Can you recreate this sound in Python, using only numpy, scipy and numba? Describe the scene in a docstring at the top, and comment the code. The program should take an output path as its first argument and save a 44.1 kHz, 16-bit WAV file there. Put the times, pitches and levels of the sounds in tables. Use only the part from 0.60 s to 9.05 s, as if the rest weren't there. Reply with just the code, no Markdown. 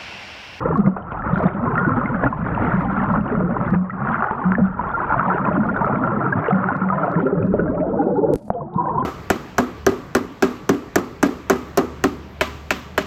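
"""Splashing, fizzing and booming bubbles, as a helmet diver climbs down into a pool.
They are heard by a camera under water in its sealed housing, which muffles them.
Most bubbles are fading sines that rise slightly in pitch; rounded blups swell, fade and glide up or down.
Filtered noise makes the rumble and hiss, short impulses tick, and damped sines knock.
Near the end a burst of air gurgles past the housing, clicks on it, hushes and knocks."""
import sys
import numpy as np
from scipy import signal
from scipy.io import wavfile
from scipy.ndimage import uniform_filter1d
from numba import njit

SR = 44100
rng = np.random.default_rng(int(sys.argv[2]) if len(sys.argv) > 2 else 0)


def store_wav(level_fs):
    """Save 16-bit WAV to argv[1]."""
    pcm = np.round(np.clip(np.atleast_2d(level_fs), -1, 1) * 32767)
    wavfile.write(sys.argv[1], SR, pcm.T.astype(np.int16))


N = 372643
TIME = np.arange(N) / SR  # seconds

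# Levels in the tables are relative: later gains and filters shift them.
# water pushing on the housing, shape of its spectrum: f/Hz, level/dB per Hz
RUMBLE_SPECTRUM = [(10, -30), (18, -25.5), (28, -5), (50, -0.5), (90, -1.5), (140, -3.5), (300, -16.5),
                   (1000, -55.5), (3000, -92)]
# how hard the moving water leans on the housing: t/s, level/dB
PUSH_LEVEL = [(0, -30.5), (.25, -46), (.65, -33.5), (1.2, -40), (1.9, -31), (3.0, -34), (3.25, -39),
              (3.75, -46), (4.05, -31.5), (4.45, -35.5), (4.8, -44), (5.35, -38), (5.7, -48), (6.45, -53.5),
              (7.1, -31), (7.6, -53), (7.76, -34), (8.05, -56), (8.45, -35.5)]
# what the housing lets through: f/Hz, level/dB
HOUSING_SPECTRUM = [(20, 0.5), (1500, -1), (2000, -5), (3000, -14), (3900, -21), (4600, -39.5),
                    (8000, -58.5), (16000, -72.5)]
# faint hiss in the hush and over the stream: t/s, level/dB
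HISS_LEVEL = [(7.72, -100), (7.745, -66), (7.81, -70), (7.86, -64), (7.888, -64), (7.92, -100), (8.2, -95),
              (8.29, -80), (8.36, -95)]
# lower and upper part of that hiss: f/Hz, level/dB
LOW_HISS_SPECTRUM = [(200, -3), (2500, -2), (3500, -4.5), (4700, 1), (6500, -7), (12000, -27)]
HIGH_HISS_SPECTRUM = [(200, -21), (5000, -13.5), (7200, -3), (10500, -2), (12500, -11), (17000, -22)]
# faint, dry ticks: t/s, peak level/dB
TICK_EVENTS = [(.167, -50), (.1765, -41), (.2663, -48), (.7866, -41), (.794, -51), (.8295, -46),
               (.8365, -46), (1.2864, -49.5), (1.3664, -54), (1.4664, -56), (2.437, -50.5), (2.5297, -47),
               (3.1063, -45), (3.6062, -53), (5.0669, -49.5), (5.1761, -51), (5.2565, -46), (5.3462, -58),
               (5.466, -54), (6.0865, -51), (6.1664, -44), (6.4562, -49), (6.5171, -43), (6.8668, -51),
               (7.097, -56), (7.4365, -55), (7.5462, -54.5), (7.576, -50), (8.141, -56), (8.277, -60),
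               (8.336, -60)]
# colour of the ticks and the faint spray: f/Hz, level/dB
TICK_SPECTRUM = [(300, -23.5), (2000, -11), (4000, 8), (6000, -3), (9000, -10), (14000, -33.5),
                 (20000, -60)]
# sharp clicks as the air reaches the housing: t/s, peak level/dB
CLICK_EVENTS = [(7.7375, -16.5), (7.7575, -16.5), (7.7625, -41), (7.7778, -44), (7.7838, -40)]
# colour of the clicks: f/Hz, level/dB
CLICK_SPECTRUM = [(200, 18), (3000, -4), (7500, -6), (11500, -3), (14000, -17), (17000, -22)]
# stream of nearly equal bubbles singing around one pitch: t/s, level/dB
STREAM_LEVEL = [(0, -120), (8.10, -120), (8.15, -34), (8.18, -24), (8.33, -30.5), (8.41, -30), (8.44, -49)]
# slaps and knocks of water: t/s, peak level/dB, f/Hz, level of the spray/dB
KNOCK_EVENTS = [(0.2637, -19, 1100, -28.5), (.366, -14.5, 794, -26.5), (.519, -16.5, 1080, -27.5),
                (1.545, -13, 1170, -28.5), (1.636, -6.5, 540, -27), (1.661, -22, 1500, -32),
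                (3.012, -8.5, 990, -32.5), (3.139, -17, 1360, -25.5), (3.71, -8.5, 960, -23.5),
                (3.92, -4.5, 1460, -31), (4.192, -13, 1010, -37), (4.211, -11.5, 1100, -32.5),
                (6.939, -3, 442, -42.5), (7.757, -13, 304, -53.5), (7.881, -24.5, 593, -61),
                (7.9030, -2.5, 686, -56)]
# sprays of small bubbles as an air pocket shatters: t/s, length/s, middle f/Hz, loudest peak level/dB
SPRAY_EVENTS = [(.19, .035, 3000, -40), (0.363, .012, 1150, -25.5), (0.511, 0.013, 2670, -32.5),
                (0.544, 0.073, 950, -23), (.57, 0.026, 2930, -37), (0.736, 0.047, 3640, -26.5),
                (.79, .035, 3700, -37), (0.879, 0.014, 1800, -21.5), (0.932, .015, 2680, -32.5),
                (1.85, 0.095, 1800, -21), (2.898, 0.045, 2420, -36), (3.517, 0.047, 2700, -25),
                (3.517, 0.054, 1680, -16), (3.98, .025, 566, -21.5), (4.058, 0.026, 2500, -35.5),
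                (4.1, 0.044, 2220, -40), (5.836, .045, 1860, -17.5), (5.897, .012, 2790, -26),
                (6.616, 0.056, 3040, -31), (7.14, .02, 2390, -42), (7.201, 0.017, 2160, -34),
                (7.926, .015, 3000, -52), (8.26, 0.093, 3220, -44), (8.357, 0.087, 3200, -46)]
# rounded blups of bubbles sliding past: t/s, f/Hz, peak level/dB, length/s, rise/octaves (below 0: fall)
BLUP_EVENTS = [(.052, 493, -9.5, 0.018, 0.17), (0.184, 400, -20, 0.026, .1), (1.26, 330, -18.5, .04, .1),
               (1.412, 1240, -11, 0.0056, .1), (1.659, 1424, -14, 0.028, .05),
               (2.1182, 1400, -11, 0.0076, 0), (4.331, 1390, -15, 0.049, .03),
               (5.722, 1630, -9, .017, 0.18), (5.743, 107.3, -19.5, 0.08, .1),
               (5.905, 1300, -12, 0.013, 0.091), (6.658, 532, -14.5, 0.034, 0.072),
               (6.767, 171, -17, 0.039, .1), (6.797, 392, -16, 0.026, -0.11),
               (6.804, 112, -18.5, 0.064, 0.29), (6.835, 190, -12, 0.035, 0.48),
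               (6.868, 190, -13, 0.077, 0.04), (7.011, 206, -14, 0.032, 0.32),
               (7.167, 960, -29, .035, 0.13), (7.243, 666, -21.5, 0.072, -.04),
               (7.322, 655, -23.5, 0.076, -0.089), (7.505, 340, -18, 0.03, -0.046),
               (7.625, 866, -20, 0.026, -.1), (7.19, 278, -16.5, 0.035, -0.14),
               (7.195, 622, -16.5, 0.07, 0.042), (7.381, 802, -14.5, 0.053, -0.021),
               (7.384, 289, -14, 0.055, 0.15), (7.461, 252, -17, 0.026, 0.048),
               (7.462, 376, -16, 0.021, -0.24), (7.476, 482, -18, 0.037, 0.14),
               (7.512, 494, -15.5, 0.05, 0.22), (7.559, 863, -18, 0.03, 0.15),
               (7.574, 407, -12, 0.042, 0.28), (7.624, 444, -11, 0.045, -0.014),
               (7.627, 559, -14.5, 0.046, 0.014), (7.68, 580, -15.5, 0.045, 0.028),
               (7.696, 374, -10, 0.021, -0.15), (7.711, 293, -16, 0.027, 0.23),
               (7.723, 466, -9, 0.027, -0.19), (7.733, 141, -17, 0.018, -1.2), (7.745, 48, -21, 0.027, -.3),
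               (7.943, 485, -20, 0.031, -0.18), (7.944, 694.5, -22, 0.08, -0.0078),
               (8.006, 1060, -23.5, 0.014, .15), (8.01, 522, -25, 0.032, 0.27),
               (8.175, 975, -13.5, 0.064, 0.091), (8.237, 1045, -19, 0.025, -0.0088),
               (8.262, 964, -17, 0.023, -0.11), (8.29, 1036, -17, 0.025, -0.17),
               (8.304, 965, -15, 0.018, 0.28), (8.321, 1010, -20, 0.022, 0.27),
               (8.348, 145, -20, 0.035, 0.2), (8.371, 1020, -12.5, 0.028, 0.41),
               (8.398, 1035, -14, 0.035, 0.19)]
# strength of a cloud's bubbles by pitch: f/Hz, level/dB
STRENGTH_BY_PITCH = [(85, -15.5), (120, -6), (160, 1.5), (195, 5), (250, -0.5), (300, -1.5), (450, -2.5),
                     (620, 3.5), (780, 0), (1050, 4), (1190, 2), (1380, 8.5), (1600, -5), (2000, -6)]
# as foam gives way to separate bubbles, they are fewer and ring longer: t/s, factor
SEPARATENESS = [(0, 1.7), (.7, 1.1), (2.2, .9), (3.3, 1.2), (4.6, 1.0), (6.4, 1.1), (7.1, 1.9), (7.7, 1.4),
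                (8.0, 2.4), (8.45, 2.2)]
# swells and dips of the churn: t/s, length/s, change/dB, depth of the lull afterwards/dB (below 0: none)
SWELLS_AND_DIPS = [(0.057, 0.16, 3, 1), (0.252, 0.036, 11.5, 5), (0.694, 0.19, 2, 4.5),
                   (1.632, 0.05, 7.5, 4), (2.465, 0.13, 1, 3.5), (2.724, 0.11, 0, 1.5),
                   (3.132, 0.023, 8.5, 11.5), (3.679, 0.014, -11.5, 3.5), (3.917, 0.19, -2, 3),
                   (5.87, 0.031, -1, 2), (6.948, 0.12, -0.5, 2), (7.637, 0.12, 1, 19.5),
                   (7.928, 0.15, 6, -3.5)]
# big, booming air pockets: t/s, level/dB
BOOM_LEVEL = [(0, -39.5), (.12, -27), (.32, -29.5), (.52, -42.5), (.78, -26), (1.3, -24), (1.75, -27.5),
              (2.4, -24.5), (3.1, -26), (3.3, -28.5), (3.48, -26.5), (3.7, -37.5), (3.95, -25.5),
              (4.35, -42), (4.7, -24), (5.2, -26.5), (5.8, -25.5), (6.1, -27.5), (6.4, -32), (6.85, -26),
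              (7.6, -30), (8.0, -26), (8.12, -40.5), (8.2, -33.5), (8.45, -26.5)]
# gurgling, middle-sized bubbles: t/s, level/dB
GURGLE_LEVEL = [(0, -26.5), (.5, -43), (.8, -27.5), (1.25, -28.5), (1.6, -32), (1.78, -34.5), (1.92, -28),
                (2.4, -33), (2.85, -26), (3.3, -34.5), (3.6, -30.5), (4.15, -35.5), (4.4, -33),
                (4.85, -27.5), (5.85, -26.5), (6.2, -30.5), (6.5, -24.5), (6.98, -24.5), (7.14, -22.5),
                (7.22, -23), (7.72, -22), (8.05, -31.5), (8.11, -38), (8.18, -31.5), (8.33, -26.5),
                (8.45, -38)]
# small, splashing bubbles: t/s, level/dB
SPLASH_LEVEL = [(0, -22), (.35, -37.5), (.6, -26), (.9, -27), (1.22, -20.5), (1.75, -27.5), (1.95, -24),
                (2.12, -26), (2.35, -21.5), (2.85, -28), (3.1, -25), (3.27, -28), (3.4, -23.5),
                (3.57, -17.5), (4.05, -26.5), (4.25, -24.5), (4.65, -18.5), (5.05, -23), (5.35, -23),
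                (5.7, -23), (6.1, -22), (6.5, -23), (6.9, -35), (7.42, -29), (7.75, -31.5), (8.11, -37),
                (8.2, -28.5), (8.3, -25), (8.45, -31)]
# foam, the fizz relative to the splash: t/s, level/dB
FOAM_LEVEL = [(0, -12), (.32, -17.5), (.62, -15), (.78, -10), (1.15, -16), (2.15, -5.5), (2.62, -14.5),
              (2.73, -8.5), (2.88, -15), (3.05, -8), (3.25, -13.5), (3.5, -12.5), (4.0, -17), (4.5, -13),
              (5.4, -15.5), (5.9, -12), (6.3, -14.5), (6.95, -11.5), (7.4, -28.5), (7.6, -32), (8.23, -34),
              (8.45, -28)]
# pitch of the smallest bubbles in the gurgle: t/s, f/Hz
SMALLEST_IN_GURGLE = [(6.48, 905), (6.62, 569), (7.05, 633), (7.2, 708), (7.45, 597), (7.7, 592),
                      (7.95, 740)]
# pitch of the smallest bubbles in the splash: t/s, f/Hz
SMALLEST_IN_SPLASH = [(0, 1387), (1.2, 1634), (7.0, 1670), (7.22, 887), (7.7, 896), (7.95, 1080),
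                      (8.05, 1128), (8.2, 1052)]
# single loud bubbles close to the housing: t/s, f/Hz, peak level/dB, ring time/s
LOUD_BUBBLES = [(0.104, 456, -11, 0.0062), (.129, 835, -18, 0.0088), (.156, 1100, -9, 0.0088),
                (0.19, 202.4, -5.5, 0.013), (.262, 2060, -22, 0.003), (.267, 185.5, -8, 0.02),
                (.274, 333, -15.5, 0.0097), (.424, 3030, -33, 0.0033), (0.517, 3010, -34, 0.0046),
                (.676, 1366, -15.5, 0.0079), (0.729, 179, -8, 0.0073), (0.758, 1400, -11.5, 0.0043),
                (0.777, 1550, -15, 0.0018), (.802, 674, -11.5, 0.0088), (0.838, 2180, -20, .002),
                (0.851, 169.6, -7, 0.011), (.866, 3600, -22.5, 0.0034), (1.065, 1078, -16.5, 0.013),
                (1.155, 1360, -11, 0.0036), (1.179, 1410, -10.5, 0.02), (1.178, 1850, -10, 0.0052),
                (1.248, 1459, -11, 0.011), (1.265, 155, -11, 0.0091), (1.274, 269, -14, 0.0085),
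                (1.305, 1050, -11, 0.0053), (1.319, 1340, -12.5, .008), (1.458, 2095, -13, 0.0049),
                (1.654, 284, -12, 0.018), (1.726, 1033, -13, 0.0098), (1.959, 211, -17, 0.014),
                (1.976, 930, -9, 0.0038), (2.073, 169.5, -12.5, 0.011), (2.135, 191.6, -10, 0.049),
                (2.251, 796, -17, 0.014), (2.373, 221, -12, 0.02), (2.538, 1078, -9.5, 0.0049),
                (2.555, 210.8, -11, 0.051), (2.678, 2860, -26, 0.0033), (2.721, 420, -12.5, 0.015),
                (2.74, 215, -16, 0.021), (2.752, 1290, -12, .0025), (2.771, 171, -11.5, 0.014),
                (2.803, 620, -15.5, 0.009), (2.837, 174, -12, 0.025), (2.887, 172, -15.5, .014),
                (2.966, 1010, -9, 0.0038), (3.12, 200, -7.5, 0.01), (3.132, 488, -18.5, 0.013),
                (3.154, 183, -9.5, 0.054), (3.297, 1317, -15.5, 0.0053), (3.305, 1920, -20.5, 0.0055),
                (3.405, 1120, -18, .006), (3.472, 1420, -9, 0.0022), (3.544, 1360, -11.5, .005),
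                (3.558, 900, -16, 0.0059), (3.623, 1380, -6, 0.0023), (3.627, 775, -14.5, 0.0076),
                (3.642, 1320, -4, 0.0016), (3.645, 1100, -17.5, 0.0038), (3.84, 1421, -16, 0.0054),
                (3.85, 183.6, -9, 0.052), (3.952, 1720, -6.5, 0.0028), (3.984, 237, -9.5, 0.013),
                (4.013, 193, -6, 0.036), (4.194, 977, -9.5, 0.0063), (4.301, 1120, -15, .0035),
                (4.503, 876, -10, 0.012), (4.523, 1405, -5.5, 0.0045), (4.542, 985, -7, 0.0043),
                (4.56, 685, -14.5, 0.01), (4.563, 129, -16, 0.011), (4.595, 1310, -5, 0.0053),
                (4.608, 1464, -11, .005), (4.629, 1100, -13, 0.0041), (4.701, 1340, -8, 0.0077),
                (4.746, 377, -10, 0.0042), (4.782, 1340, -8, 0.0026), (4.912, 596, -13, 0.0075),
                (4.976, 273, -7.5, 0.0064), (4.989, 216.5, -11, 0.038), (5.075, 191, -11, 0.0053),
                (5.163, 1492, -10, 0.0062), (5.214, 911, -10.5, 0.015), (5.245, 1314, -6.5, 0.0038),
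                (5.298, 210, -13.5, 0.012), (5.324, 132, -17, 0.014), (5.437, 1360, -9.5, 0.011),
                (5.444, 170.5, -16.5, .015), (5.474, 1342, -11, 0.0077), (5.477, 976, -9, 0.0015),
                (5.568, 215, -12.5, 0.024), (5.664, 1317, -10, 0.0058), (5.883, 457, -7.5, 0.0079),
                (5.908, 735, -9, 0.0076), (5.921, 191.6, -9, 0.052), (6.041, 1390, -6, 0.0022),
                (6.086, 797, -12, 0.0057), (6.087, 1450, -8.5, .005), (6.106, 966, -7, 0.0021),
                (6.117, 261, -16, 0.01), (6.215, 189.8, -13, 0.083), (6.301, 1240, -9, 0.0076),
                (6.324, 1007, -14, 0.016), (6.44, 728, -13.5, 0.015), (6.48, 675, -5.5, 0.0021),
                (6.557, 168, -8.5, 0.02), (6.628, 261.4, -13, 0.039), (6.655, 390, -9, 0.02),
                (6.666, 1370, -15.5, 0.0092), (6.726, 392, -6, 0.0065), (6.827, 2510, -24.5, 0.0032),
                (6.945, 600, -10, 0.0091), (6.993, 413, -6, 0.0045), (6.994, 1466, -17, 0.011),
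                (6.999, 2730, -35, 0.0045), (7.079, 1583, -23.5, 0.0098), (7.096, 262, -8.5, 0.0046),
                (7.145, 2230, -39.5, 0.0048), (7.178, 1322, -25, 0.018), (7.198, 2250, -36, 0.0071),
                (7.421, 1456, -25, 0.011), (7.437, 2610, -40.5, 0.0038), (7.697, 1514, -38, 0.0023),
                (7.937, 3160, -36, .003), (8.139, 3730, -28, 0.0021), (8.158, 168, -8, 0.0049),
                (8.256, 716, -15, 0.0015), (8.257, 1550, -29.5, 0.0066), (8.286, 1790, -32.5, 0.0059),
                (8.286, 3140, -43, 0.0036), (8.399, 3180, -34, 0.0063), (8.425, 326, -12, 0.0018),
                (8.426, 1420, -22.5, .003)]

STRAY_SHARE = 0.14  # strength of the stray bubbles that are smaller still
CHANGE_EDGE_S, LULL_HOLD_S, RECOVER_DB_PER_S = 0.018, 0.07, 52.5
KNOCK_SPRAY_S = 0.031  # decay time of a knock's spray
BLUP_SKEW = 0.74  # under 1: a blup swells faster than it fades
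# range of pitch, ring time and range of strength of the bubbles in a spray
SPRAY_OCTAVES, SPRAY_CYCLES, SPRAY_SPREAD_DB = .7, 5.1, 22
EDGE_HZ = 15800  # upper edge of the sound


def gain_of(db):
    """Turns decibels into a gain."""
    return 10 ** (np.asarray(db) / 20)


def evened(x):
    """Scales a sound to rms 1."""
    return x / np.sqrt(np.mean(x ** 2) + 1e-20)


def read(points, hz):
    """Reads a spectrum's dB at the given frequencies."""
    f, db = np.transpose(points)
    return np.interp(np.log(hz + 1), np.log(f), db)


def curve(rows, axis=1):
    """Turns one column of a table into a value for every sample."""
    rows = np.array(rows)
    return np.interp(TIME, rows[:, 0], rows[:, axis])


def add(mix, s, sound):
    """Mixes a sound in at time s, in seconds."""
    part = mix[max(round(s * SR), 0):][:len(sound)]
    part += sound[:len(part)]


def response(points, size=8192):
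    """Makes the impulse response with a given spectrum, with no sound before its start."""
    hz = abs(np.fft.fftfreq(size, 1 / SR))
    log_gain = np.log(gain_of(read(points, hz)))
    spectrum = np.exp(np.conj(signal.hilbert(log_gain)))  # minimum phase
    return np.fft.ifft(spectrum).real[:size // 2]


def coloured(x, points):
    """Filters a sound by a spectrum."""
    return signal.oaconvolve(x, response(points))[:N]


def steadied(x, span):
    """Holds the rms near 1 over span seconds, leaving faster bursts alone."""
    size = int(span * SR) + 1
    power = uniform_filter1d(uniform_filter1d(x ** 2, size), size)
    floor = 0.0084 * np.mean(x ** 2)  # keeps near-silence from being blown up
    return x / np.sqrt(abs(power) + floor)


def clumps(depth_db, rate_hz):
    """Makes a gain that wanders at random, as bubbles come in clumps."""
    steps = rng.standard_normal(1000)
    return gain_of(depth_db * np.interp(TIME * rate_hz, np.arange(len(steps)), steps))


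@njit
def ring_out(size, at, hz, ring, peak, glide, swell, rate):
    """Sums decaying sines that swell up and glide in pitch."""
    out = np.zeros(size)
    for k in range(len(at)):
        life = ring[k] * rate  # ring time in samples
        # each sample turns the sine and shrinks it; bend then changes the turning speed
        turn = np.exp(2j * np.pi * hz[k] / rate - 1 / life)
        bend = np.exp(2j * np.pi * hz[k] / rate * glide[k] / life)
        release = np.exp(-hz[k] / (swell[k] * rate))
        z = peak[k] + 0j
        held = 1.  # the part of the start still held back
        for n in range(at[k], min(at[k] + int(8 * life), len(out))):
            out[n] += z.imag * (1 - held) ** 2
            z, turn, held = z * turn, turn * bend, held * release
    return out


def bubble(s, hz, ring, peak, glide, gentle=1):
    """Air pockets ring at their own pitch; glide is the rise per ring time, gentle slows the start."""
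    swell_cycles = gentle * (0.23 + 75 / hz)  # big bubbles take longer to get going
    q = swell_cycles / (hz * ring)
    crest = (q / (2 + q)) ** q * (2 / (2 + q)) ** 2  # height of the envelope
    at = np.maximum(s * SR, 0).astype(np.int64)
    return ring_out(N, at, hz * (1 - glide), ring, peak / crest, glide, swell_cycles, float(SR))


def cloud(low_hz, high_hz, per_s, cycles, spread_db, span, tilt_db=0, smallest=None, glide=0.028):
    """Bubbles of many sizes born at random moments; most just pop, some sing, a few are loud."""
    place, keep, step, size, sign, damping, rise = rng.random((7, 40000))
    s = place * N / SR
    hz = low_hz * (high_hz / low_hz) ** step
    separate = np.interp(s, *np.transpose(SEPARATENESS))
    ring_cycles = cycles * separate * np.exp(-.55 * np.log(damping))
    ring = np.clip(ring_cycles, .7, 22) / hz
    db = read(STRENGTH_BY_PITCH, hz) + tilt_db * step
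    db = db + spread_db * np.minimum(-np.log(size), 3.1)  # a few are much louder
    peak = np.sign(sign - .5) * gain_of(db) * (hz * ring) ** -.25 * np.sqrt(hz)
    if smallest is not None:
        limit_hz = np.interp(s, *np.transpose(smallest))
        peak = peak * (STRAY_SHARE + 1.0 / (1 + (hz / limit_hz) ** 30))
    born = keep < per_s / separate * N / SR / len(s)
    out = bubble(s[born], hz[born], ring[born], peak[born], glide * rise[born],
                 gentle=separate[born] ** 0.88)
    soft = signal.butter(6, min(1.1 * high_hz, 9000), fs=SR, output="sos")
    return steadied(signal.sosfilt(soft, out), span)


def rumble():
    """Moving water leans on the housing: low, filtered noise."""
    noise = evened(coloured(rng.standard_normal(N), RUMBLE_SPECTRUM))
    return gain_of(curve(PUSH_LEVEL) + 1.5) * noise


def hiss():
    """Faint spray of noise follows the foam; sputtering noise swells in the hush and over the stream."""
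    spray = evened(coloured(rng.standard_normal(N), TICK_SPECTRUM))
    spray = spray * gain_of(curve(SPLASH_LEVEL) + curve(FOAM_LEVEL) - 49.5)
    sputter = np.zeros(N)
    for spectrum in (LOW_HISS_SPECTRUM, HIGH_HISS_SPECTRUM):
        noise = coloured(rng.standard_normal(N), spectrum)
        sputter += evened(noise * clumps(depth_db=5, rate_hz=98))
    return spray * clumps(depth_db=4.5, rate_hz=24) + gain_of(curve(HISS_LEVEL) - 1) * sputter


def prickle():
    """Many faint ticks fall at random, stronger in thick foam."""
    chance, size = rng.random((2, N))
    shape = response(TICK_SPECTRUM)
    speck_db = -53 + 14 * size ** 3 + .42 * (curve(SPLASH_LEVEL) + curve(FOAM_LEVEL))
    touches = (chance < 36 / SR) * gain_of(speck_db)  # about 36 a second
    return signal.oaconvolve(touches, shape / abs(shape).max())[:N]


def ticks(rows, colour):
    """Single bright impulses, shaped by a spectrum."""
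    out, shape = np.zeros(N), response(colour)
    for s, db in rows:
        add(out, s, gain_of(db) * shape / abs(shape).max())
    return out


def pool(x):
    """The walls and the surface send back a faint, short wash of echoes."""
    t = np.arange(SR // 3) / SR
    t60 = 0.94  # seconds to fall 60 dB at this rate; the wash is cut off sooner
    tail = rng.standard_normal(len(t)) * gain_of(-60 * t / t60) * (t > .004)
    return x + gain_of(-13.5) * signal.oaconvolve(x, tail / np.linalg.norm(tail))[:N]


def stream():
    """Air pinches off in bubbles of nearly one size, which warble together."""
    bubbles = cloud(930, 1050, per_s=130, cycles=8, spread_db=1.0, span=.05, glide=.03)
    return gain_of(curve(STREAM_LEVEL)) * bubbles


def knocks():
    """Abrupt, heavily damped blows with a low thud under each."""
    out, t = np.zeros(N), np.arange(SR // 20) / SR
    for s, db, hz, _ in KNOCK_EVENTS:
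        blow = np.sin(2 * np.pi * hz * t) * np.exp(-t * hz / 1.0)
        thud = 0.17 * np.sin(2 * np.pi * 210 * t) * np.exp(-t / 0.0086)
        knock = (blow + thud) * (1 - np.exp(-t * hz / 0.29))
        add(out, s, gain_of(db) * knock / abs(knock).max())
    return out


def knock_spray():
    """Each knock shakes loose a brief spray of small bubbles."""
    power, t = np.zeros(N), np.arange(SR // 8) / SR
    for s, _, _, spray_db in KNOCK_EVENTS:
        add(power, s, gain_of(spray_db) ** 2 * np.exp(-2 * t / KNOCK_SPRAY_S))
    bubbles = cloud(350, 3400, per_s=2000, cycles=3.7, spread_db=4.5, span=0.047, tilt_db=-12)
    return np.sqrt(power) * bubbles


def sprays():
    """Each shattering pocket is a handful of bubbles of like size, thickest at its start."""
    start, length, hz, db = np.array(SPRAY_EVENTS, float).T[:, :, None]
    draws = rng.random((len(SPRAY_EVENTS), 4, 24))  # 24 bubbles in each spray
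    when, step, size, sign = np.moveaxis(draws, 1, 0)
    s = (start + length * when ** 1.2).ravel()
    pitch = (hz * 2 ** (SPRAY_OCTAVES * (step - .5))).ravel()
    peak = (np.sign(sign - .5) * gain_of(db - SPRAY_SPREAD_DB * size)).ravel()
    return bubble(s, pitch, SPRAY_CYCLES / pitch, peak, np.full(len(s), .02))


def blups():
    """Each passing bubble swells and fades on one clean note, most of them gliding up or down."""
    out = np.zeros(N)
    for s, hz, db, length, rise in BLUP_EVENTS:
        age = np.arange(0, length, 1 / SR) / length  # 0 to 1
        turns = np.cumsum(hz * 2 ** (rise * (age - .5))) / SR
        swell = np.sin(np.pi * age ** BLUP_SKEW) ** 2
        add(out, s, gain_of(db) * swell * np.sin(2 * np.pi * turns))
    return out


def chirps(per_s, low_hz, high_hz, ring_s, above_db, tilt_db, spread_db):
    """Now and then a tiny bubble chirps, at a level that follows the fizz."""
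    place, keep, step, size = rng.random((4, 400))
    s = place * N / SR
    born = keep < per_s * N / SR / len(place)
    fizz_db = np.interp(s, TIME, curve(SPLASH_LEVEL) + curve(FOAM_LEVEL))
    peak = gain_of(fizz_db + above_db + tilt_db * step + spread_db * size ** 2)
    hz = low_hz * (high_hz / low_hz) ** step
    same = np.ones(born.sum())
    return bubble(s[born], hz[born], ring_s * same, peak[born], .015 * same)


def swelling_and_dipping():
    """A gain that swells or dips for a moment; most times a lull follows and steadily recovers."""
    db = np.zeros(N)
    for s, length, change_db, lull_db in SWELLS_AND_DIPS:
        since = TIME - s - length  # seconds since the change ended
        recovered_db = RECOVER_DB_PER_S * np.maximum(since - LULL_HOLD_S, 0)
        lull = np.maximum(lull_db - recovered_db, 0)
        db += np.where(since < 0, change_db * (TIME >= s), -lull)
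    return gain_of(uniform_filter1d(db, int(CHANGE_EDGE_S * SR) + 1))


def churning():
    """Four clouds, from fist-sized pockets of air down to foam; the smaller sizes clump together."""
    boom = cloud(80, 285, per_s=100, cycles=2.5, spread_db=1.0, span=0.1)
    boom = boom * clumps(depth_db=1.5, rate_hz=14)
    gurgle = cloud(280, 760, per_s=190, cycles=3.5, spread_db=0.5, span=0.014,
                   smallest=SMALLEST_IN_GURGLE, glide=.05)
    splash = cloud(750, 1651.3, per_s=450, cycles=4.8, spread_db=2.0, span=0.069,
                   smallest=SMALLEST_IN_SPLASH, glide=0.046)
    fizz = cloud(1623, 4200, per_s=1900, cycles=6, spread_db=4.5, span=0.19, tilt_db=-22.5)
    small = (splash + fizz * gain_of(curve(FOAM_LEVEL))) * gain_of(curve(SPLASH_LEVEL) - 2.17)
    middle = gurgle * gain_of(curve(GURGLE_LEVEL) + 0.3)
    together = clumps(depth_db=2.5, rate_hz=32)
    return boom * gain_of(curve(BOOM_LEVEL) + 2.5) + together * (middle + small)


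def loud_bubbles():
    """Single bubbles ring close to the housing."""
    s, hz, db, ring = np.array(LOUD_BUBBLES, float).T
    return bubble(s, hz, np.maximum(ring, .0003), gain_of(db - 1.5), np.full(len(s), .008))


def scene():
    """Water sounds come muffled through the housing; ticks, clicks and hiss stay bright."""
    tiny = chirps(per_s=10, low_hz=1590, high_hz=3660, ring_s=0.0026,
                  above_db=7.0, tilt_db=-8.0, spread_db=15.5)
    churn = swelling_and_dipping() * (churning() + tiny + rumble())
    echoing = pool(loud_bubbles() + knocks() + knock_spray())
    water = coloured(churn + stream() + blups() + sprays() + echoing, HOUSING_SPECTRUM)
    bright = ticks(TICK_EVENTS, TICK_SPECTRUM) + prickle() + ticks(CLICK_EVENTS, CLICK_SPECTRUM) + hiss()
    return (water + bright)[None]


def record(dry):
    """A steep low-pass filter removes the treble above the upper edge."""
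    low_pass = signal.firwin(511, EDGE_HZ, window=("kaiser", 9), fs=SR)
    return signal.oaconvolve(dry, low_pass[None], "same")


dry = scene()
out = record(dry)
store_wav(out)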